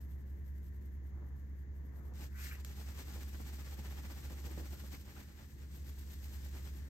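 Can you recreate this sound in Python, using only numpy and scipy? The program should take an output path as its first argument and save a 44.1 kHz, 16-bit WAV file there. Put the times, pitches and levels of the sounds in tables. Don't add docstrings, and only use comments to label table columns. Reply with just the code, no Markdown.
import sys
import numpy as np
from scipy import signal
from scipy.fft import rfft, irfft
from scipy.io import wavfile

SR = 44100
rng = np.random.default_rng(int(sys.argv[2]) if len(sys.argv) > 2 else 0)


def master(y):
    cut = np.clip(np.atleast_2d(y).T, -1, 1)
    pcm = np.round(cut * 32767)
    wavfile.write(sys.argv[1], SR, pcm.astype(np.int16))


N = 303849
T = np.arange(N) / SR
F = np.maximum(np.arange(N // 2 + 1) * SR / N, 1)
SIDES = np.array([[.5], [-.5]])


def undb(db):
    return 10 ** (np.asarray(db) / 20)


def unit(x):
    return x / np.sqrt(np.mean(x ** 2))


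def curve(rows, axis=1):
    rows = np.array(rows)
    return np.interp(T, rows[:, 0], rows[:, axis])


def across(rows, axis=1):
    rows = np.array(rows)
    return np.interp(np.log(F), np.log(rows[:, 0]), rows[:, axis])


def colour(x, response):
    return irfft(rfft(x) * response, N)


def walk(rate_hz):
    return unit(colour(rng.standard_normal(N), np.exp(-(F / rate_hz) ** 2)))


def tone(hz, db):
    phase = 2 * np.pi * (hz * T + rng.random())
    phase = phase + .05 * walk(2.5) + .28 * SIDES
    level_db = db + .35 * walk(4.5) - .6 * SIDES
    return np.sqrt(2) * np.sin(phase) * undb(level_db)


MOTOR_HZ = 68.97
# [multiple of MOTOR_HZ, rms level/dB before dip and waver]
MOTOR_TONES = [(1, -46), (2, -69.5), (3, -66), (4, -73.5), (5, -78)]
# [f/Hz, rms level/dB before waver]
OTHER_TONES = [(79.9, -58), (120, -66.3), (153.5, -72.5)]
# [t/s, change of level/dB]; the rumble takes a quarter of it
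BASS_DIP = [(0, 1), (4.8, 0.5), (5.0, -3), (5.2, -11), (5.45, -8.5), (5.65, -1), (5.85, 0.5), (6.89, 1)]


def hum():
    fundamental = tone(MOTOR_HZ, MOTOR_TONES[0][1] + curve(BASS_DIP))
    overtones = sum(tone(k * MOTOR_HZ, db) for k, db in MOTOR_TONES[1:])
    others = sum(tone(hz, db) for hz, db in OTHER_TONES)
    return fundamental + overtones + others


# [f/Hz, relative level/dB per Hz]
RUMBLE_COLOUR = [(20, -31), (30, -8.5), (42, 7.5), (75, 8.5), (100, 0.5), (150, 1), (220, -6.5), (320, -8),
                 (450, -15.5), (650, -26), (1000, -33.5), (2600, -40.5), (8000, -60.5), (15000, -42)]
# [f/Hz, relative level/dB per Hz]
FAN_COLOUR = [(300, -5), (700, -14), (1000, -0.5), (1300, -11), (1750, 5.5), (2100, 0.5), (2500, -17.5),
              (5500, -19), (6700, -9.5), (7600, -25), (15000, -37)]
# [t/s, level/dB midway between left and right]
FAN_LEVEL_CURVE = [(0, -77), (2.0, -76), (2.3, -75), (5.3, -78), (6.89, -74)]


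def room():
    mid, side = colour(rng.standard_normal((2, N)), undb(across(RUMBLE_COLOUR)))
    side = colour(side, np.clip(F / 420, .2, 1))
    rumble_db = -56.2 + .8 * walk(12) - 3.5 * SIDES + .25 * curve(BASS_DIP)
    rumble = unit(mid + 2 * SIDES * side) * undb(rumble_db)
    fan = unit(colour(rng.standard_normal((2, N)), undb(across(FAN_COLOUR))))
    return rumble + fan * undb(curve(FAN_LEVEL_CURVE) + 12.3 * SIDES)


def slips(rate, spread_db):
    hit = rng.random((3, N)) < rate / SR
    signed = hit * rng.standard_normal((3, N))
    return signed * undb(spread_db * np.minimum(rng.exponential(size=(3, N)), 4))


# [f/Hz, likeness 0-1, left minus right/dB, left leads/rad]
MICROPHONES = [(150, 1, 2, .6), (400, 0.52, 0, -0.4), (1340, 0.27, 1, 1), (2820, 0.15, 2.5, -4),
               (4650, 0.43, 4.5, -1.5), (7200, 0.28, 0.5, -0.34), (10150, 1, 1.5, -3),
               (11330, 1, -0.5, -4.5), (13800, 1, 1.5, -6), (16100, .85, -6.5, -9)]


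def ports(x):
    like = np.clip(across(MICROPHONES), 0, 1)
    direct = np.sqrt(like) * np.exp(1j * SIDES * across(MICROPHONES, axis=3))
    both = colour(x[0], direct) + colour(x[1:], np.sqrt(1 - like))
    return colour(both, undb(SIDES * across(MICROPHONES, axis=2)))


def friction(spectrum, rate, spread_db, patchy_db):
    grains = colour(slips(rate, spread_db), undb(across(spectrum)))
    return unit(ports(grains) * undb(patchy_db * walk(80)))


def strokes(times, lengths, levels_db):
    power = np.zeros(N)
    for s, length, db in zip(times, lengths, levels_db):
        span = slice(*np.searchsorted(T, [s - 2 * length, s + 2 * length]))
        power[span] += undb(2 * db) * .5 ** ((2 * (T[span] - s) / length) ** 2)
    return np.sqrt(power)


STROKE_SCATTER_S, STROKE_SCATTER_DB = 0.0024, .5


def to_and_fro(bouts, effort):
    rows = []
    for first, last, count, return_db in bouts:
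        times, period = np.linspace(first, last, round(count), retstep=True)
        rows += [(s, period, return_db * (k % 2 - .5)) for k, s in enumerate(times)]
    times, periods, sway_db = np.transpose(rows)
    late, strong = rng.standard_normal((len(times), 2)).T
    levels_db = np.interp(times, T, curve(effort)) + sway_db + STROKE_SCATTER_DB * strong
    return times + STROKE_SCATTER_S * late, periods, levels_db


# [f/Hz, relative level/dB per Hz]
RAG_COLOUR = [(1500, -10), (3000, -6), (5000, -8), (8000, -6.5), (12000, 1.5), (14000, -1), (16000, -11.5)]
# [f/Hz, relative level/dB per Hz]
DRAG_COLOUR = [(150, 5.5), (400, 5), (620, -3.5), (820, -1), (1100, 1.5), (1700, 4), (2300, 2.5),
               (3200, -3.5), (6000, -9.5), (12000, -26)]
# [first stroke t/s, last stroke t/s, number of strokes, return over outward level/dB]
DAB_BOUTS = [(.022, .938, 11, 3.5), (1.072, 1.28, 3, -5.5), (1.395, 1.595, 3, -3), (1.772, 2.07, 4, -0.5)]
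# [t/s, hiss level/dB before the trim in rag()]
RAG_EFFORT_CURVE = [(0, -72), (.25, -79.5), (.66, -75.5), (1.07, -83.5), (1.28, -86), (1.4, -83),
                    (1.85, -82.5), (1.96, -76.5), (2.1, -76.5)]
# [t/s, rub level/dB]
RAG_PRESS_CURVE = [(0, -70), (.9, -79.5), (1.21, -62.5), (1.55, -77.5), (1.88, -69.5), (1.98, -60.5),
                   (2.13, -64), (2.25, -78)]
DAB_SHARE = 0.49


def rag():
    times, periods, hiss_db = to_and_fro(DAB_BOUTS, RAG_EFFORT_CURVE)
    hiss = friction(RAG_COLOUR, rate=27000, spread_db=.5, patchy_db=1.9)
    hiss = hiss * strokes(times, DAB_SHARE * periods, hiss_db)
    soft = undb(across(DRAG_COLOUR)) / (1 + (F / 1100) ** 4)
    rub = unit(ports(colour(slips(3000, 1.7), soft)))
    return undb(5.5) * hiss + rub * undb(curve(RAG_PRESS_CURVE))


# [f/Hz, width/Hz, level/dB]
SHELL_MODES = [(155, 31, -10.5), (210.5, 72, 0.5), (316.5, 39, -3), (472, 290, -14), (764, 77, -11.5)]


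def shell():
    return sum(undb(db) / (1 + 1j * (F / hz - hz / F) * hz / width) for hz, width, db in SHELL_MODES)


# [t/s, level/dB before the trims in bumps(), judder length/s,
# jerk of the cloth against the bump/dB]
MASK_BUMPS = [(1.216, -54.5, 0.018, -14), (2.119, -47.5, 0.0089, -12), (2.205, -53.5, 0.03, -14),
              (3.159, -48, 0.027, -16), (3.399, -42.5, 0.009, -21), (3.786, -48, 0.019, -24),
              (4.305, -47.5, 0.025, -5), (4.447, -49, 0.055, -22), (4.508, -56, .011, 3),
              (4.576, -45, 0.012, -2), (4.595, -46.5, 0.021, -8), (4.721, -49.5, .024, -16),
              (4.835, -49, 0.018, -14)]
KNOCK_DB, CONTACT_S = 9.5, 0.00067
JERK_S, JERK_HZ = .004, 1150


def bumps():
    knock, push, jerk = 0, 0, 0
    for s, db, length, jerk_db in MASK_BUMPS:
        knock = knock + undb(db) * np.exp(-np.minimum(((T - s - .003) / CONTACT_S) ** 2, 60))
        age = np.maximum(T - s, 0)
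        push = push + undb(db) * 2 * age / length * np.exp(1 - np.minimum(2 * age / length, 60))
        jerk = jerk + undb(db + jerk_db) * (T >= s) * np.exp(-np.minimum(age / JERK_S, 60))
    stick = np.sign(colour(rng.standard_normal((3, N)), 1 / (1 + (F / 900) ** 2)))
    judder = ports(colour(stick * push, shell())) / np.std(colour(stick, shell()))
    scrape = jerk * unit(ports(colour(slips(4500, 1.1), 1 / (1 + (F / JERK_HZ) ** 4))))
    return undb(-5.0) * judder + undb(KNOCK_DB) * colour(knock, shell()) + scrape


# [t/s, level/dB before the trim in ticks(), decay/s]
SHARP_TICKS = [(2.138, -61, .001), (2.541, -58, 0.0018), (2.554, -57, 0.0017), (2.648, -41.5, 0.00094)]
# [f/Hz, relative level/dB per Hz]
TICK_COLOUR = [(200, -4), (800, 0), (2000, -2), (3500, -1), (6500, 2), (9000, -2), (13000, -2.5),
               (16000, -15)]


def ticks():
    ring = 0
    for s, db, decay in SHARP_TICKS:
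        age = np.maximum(T - s, 0)
        tail = undb(-21) * np.exp(-age / 0.055)
        ring = ring + undb(db) * (T >= s) * (np.exp(-age / decay) + tail)
    noise = ports(colour(rng.standard_normal((3, N)), undb(across(TICK_COLOUR))))
    return undb(2.5) * ring * unit(noise)


# [first stroke t/s, last stroke t/s, number of strokes, return over outward level/dB]
RUBBING_BOUTS = [(2.703, 3.09, 5, 1.5), (3.16, 4.112, 16, 1.5), (4.182, 5.007, 13, -0.5),
                 (5.092, 5.622, 6, 4.5), (5.762, 6.248, 5, 1), (6.35, 6.772, 5, 0.5)]
# [t/s, hiss level/dB, pressure as drag over hiss/dB], before the trims in towel()
TOWEL_EFFORT_CURVE = [(2.7, -58.5, -2.5), (3.0, -58.5, 0.5), (3.16, -55, -2.5), (3.26, -59, -3),
                      (3.58, -56.5, -2), (3.85, -58.5, .5), (4.15, -58, -0.5), (4.36, -58, -1.5),
                      (4.7, -57.5, -2), (5.0, -62.5, -5.5), (5.1, -61, 1.5), (5.41, -67, 2.5),
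                      (5.53, -65.5, -7), (5.63, -68.5, 1.5), (5.76, -63, -4), (6.13, -62, -5),
                      (6.45, -59, -4), (6.57, -58.5, -1.5), (6.77, -63, -2)]
# [t/s at full speed, length/s, hiss level/dB, pressure/dB],
# before the same trims
SINGLE_SWIPES = [(2.166, 0.03, -64.5, -3), (2.224, 0.052, -56, -2), (2.447, 0.072, -51, -14.5),
                 (2.544, 0.1, -68.5, 4), (2.604, 0.019, -61.5, -5.5), (2.995, 0.047, -57.5, -5),
                 (4.466, 0.02, -55, -8), (4.942, 0.039, -55.5, -2), (6.85, 0.077, -70, 0.5)]
WIPE_SHARE, GRIP_SHARE, FOLD_SHARE = 0.66, 0.55, 0.24
FOLD_DB, FOLD_DB_PER_DB = -9.5, 1.96
TRAIL_S, TRAIL_RISE_S, TRAIL_DB = 2.14, .015, -72.5


def towel_motion():
    times, periods, hiss_db = to_and_fro(RUBBING_BOUTS, TOWEL_EFFORT_CURVE)
    press_db = np.interp(times, T, curve(TOWEL_EFFORT_CURVE, axis=2))
    fold_db = hiss_db + FOLD_DB - FOLD_DB_PER_DB * press_db
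    speed = strokes(times, WIPE_SHARE * periods, hiss_db)
    grip = strokes(times, GRIP_SHARE * periods, hiss_db + press_db)
    swing = strokes(times, FOLD_SHARE * periods, fold_db)
    times, lengths, hiss_db, press_db = np.transpose(SINGLE_SWIPES)
    speed = np.hypot(speed, strokes(times, lengths, hiss_db))
    grip = np.hypot(grip, strokes(times, lengths, hiss_db + press_db))
    trail = undb(TRAIL_DB) * np.clip((T - TRAIL_S) / TRAIL_RISE_S, 0, 1)
    return np.hypot(speed, trail), grip, swing


# [f/Hz, relative level/dB per Hz]
FIBRE_COLOUR = [(700, -22), (2000, -4.5), (3200, -2), (5200, -1.5), (8000, -1.5), (12000, -0.5),
                (14000, -6), (16000, -5.5)]


def towel():
    speed, grip, swing = towel_motion()
    hiss = friction(FIBRE_COLOUR, rate=18000, spread_db=1.5, patchy_db=1.0) * speed
    folds = friction(RAG_COLOUR, rate=18000, spread_db=2.0, patchy_db=4.5) * swing
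    drag = friction(DRAG_COLOUR, rate=4500, spread_db=1.5, patchy_db=1.5) * grip
    coupling = (grip / grip.max()) ** 0.38
    body = unit(ports(colour(slips(900, 2.3), shell()))) * grip * coupling
    return undb(0.42) * hiss + folds + undb(-0.75) * drag + undb(1.5) * body


# [t/s, swish level/dB, swish reference f/Hz before ratio and waver]
SWEEP_CURVE = [(2.27, -120, 1413), (2.31, -78, 1393), (2.36, -61, 1450), (2.4, -55.5, 1500),
               (2.45, -56.5, 1706), (2.555, -56.3, 1750), (2.58, -72, 1750), (2.66, -120, 1750)]


def sweep():
    swish = 0
    for ratio, width_hz, db in [(.97, 300, -1), (1.25, 330, -4.5), (1.6, 360, -7.5)]:
        pitch = ratio * curve(SWEEP_CURVE, axis=2) * (1 + .04 * walk(24.68))
        turn = 2 * np.pi * np.cumsum(pitch) / SR
        band = unit(ports(colour(slips(2500, 1.5), 1 / (1 + (F / width_hz) ** 3))))
        swish = swish + undb(db) * band * np.cos(turn + np.array([[0], [np.pi / 2]]))
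    swish = unit(swish) * undb(0.9 * walk(70) + 0.96 * SIDES)
    air = friction(RAG_COLOUR, rate=12000, spread_db=2.5, patchy_db=2.5)
    return (swish + undb(-4.5) * air) * undb(curve(SWEEP_CURVE))


# [t/s, length/s, rms level/dB at the peak, f/Hz before waver]
TOWEL_CHIRPS = [(4.748, 0.048, -68, 1550), (4.867, .014, -70, 1560), (4.946, .014, -62, 2250),
                (5.168, 0.0072, -60.5, 1380)]
CHIRP_WAVER = .09


def chirps():
    times, lengths, levels_db, pitches = np.transpose(TOWEL_CHIRPS)
    pitch = pitches[np.searchsorted((times[1:] + times[:-1]) / 2, T)]
    turn = 2 * np.pi * np.cumsum(pitch * (1 + CHIRP_WAVER * walk(320))) / SR
    return np.sqrt(2) * np.sin(turn + SIDES) * strokes(times, lengths, levels_db)


# [delay t/s, level/dB]
EARLY_ECHOES = [(.0034, -33), (.0071, -16)]


def near(x):
    echoes = sum(undb(db) * np.exp(-2j * np.pi * F * delay) for delay, db in EARLY_ECHOES)
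    return colour(x, 1 + echoes)


def scene():
    cloth = near(rag() + towel() + chirps() + sweep() + ticks())
    return cloth + bumps() + hum() + room()


def record(dry):
    fade = np.clip(np.minimum(T, T[-1] - T) / .008, 0, 1)
    hollow_db = -22 * np.exp(-np.abs((F - 10100) / 900) ** 3)
    steep_top = signal.ellip(10, .2, 70, 15750, fs=SR, output="sos")
    return signal.sosfilt(steep_top, colour(dry * fade, undb(hollow_db)))


dry = scene()
out = record(dry)
master(out)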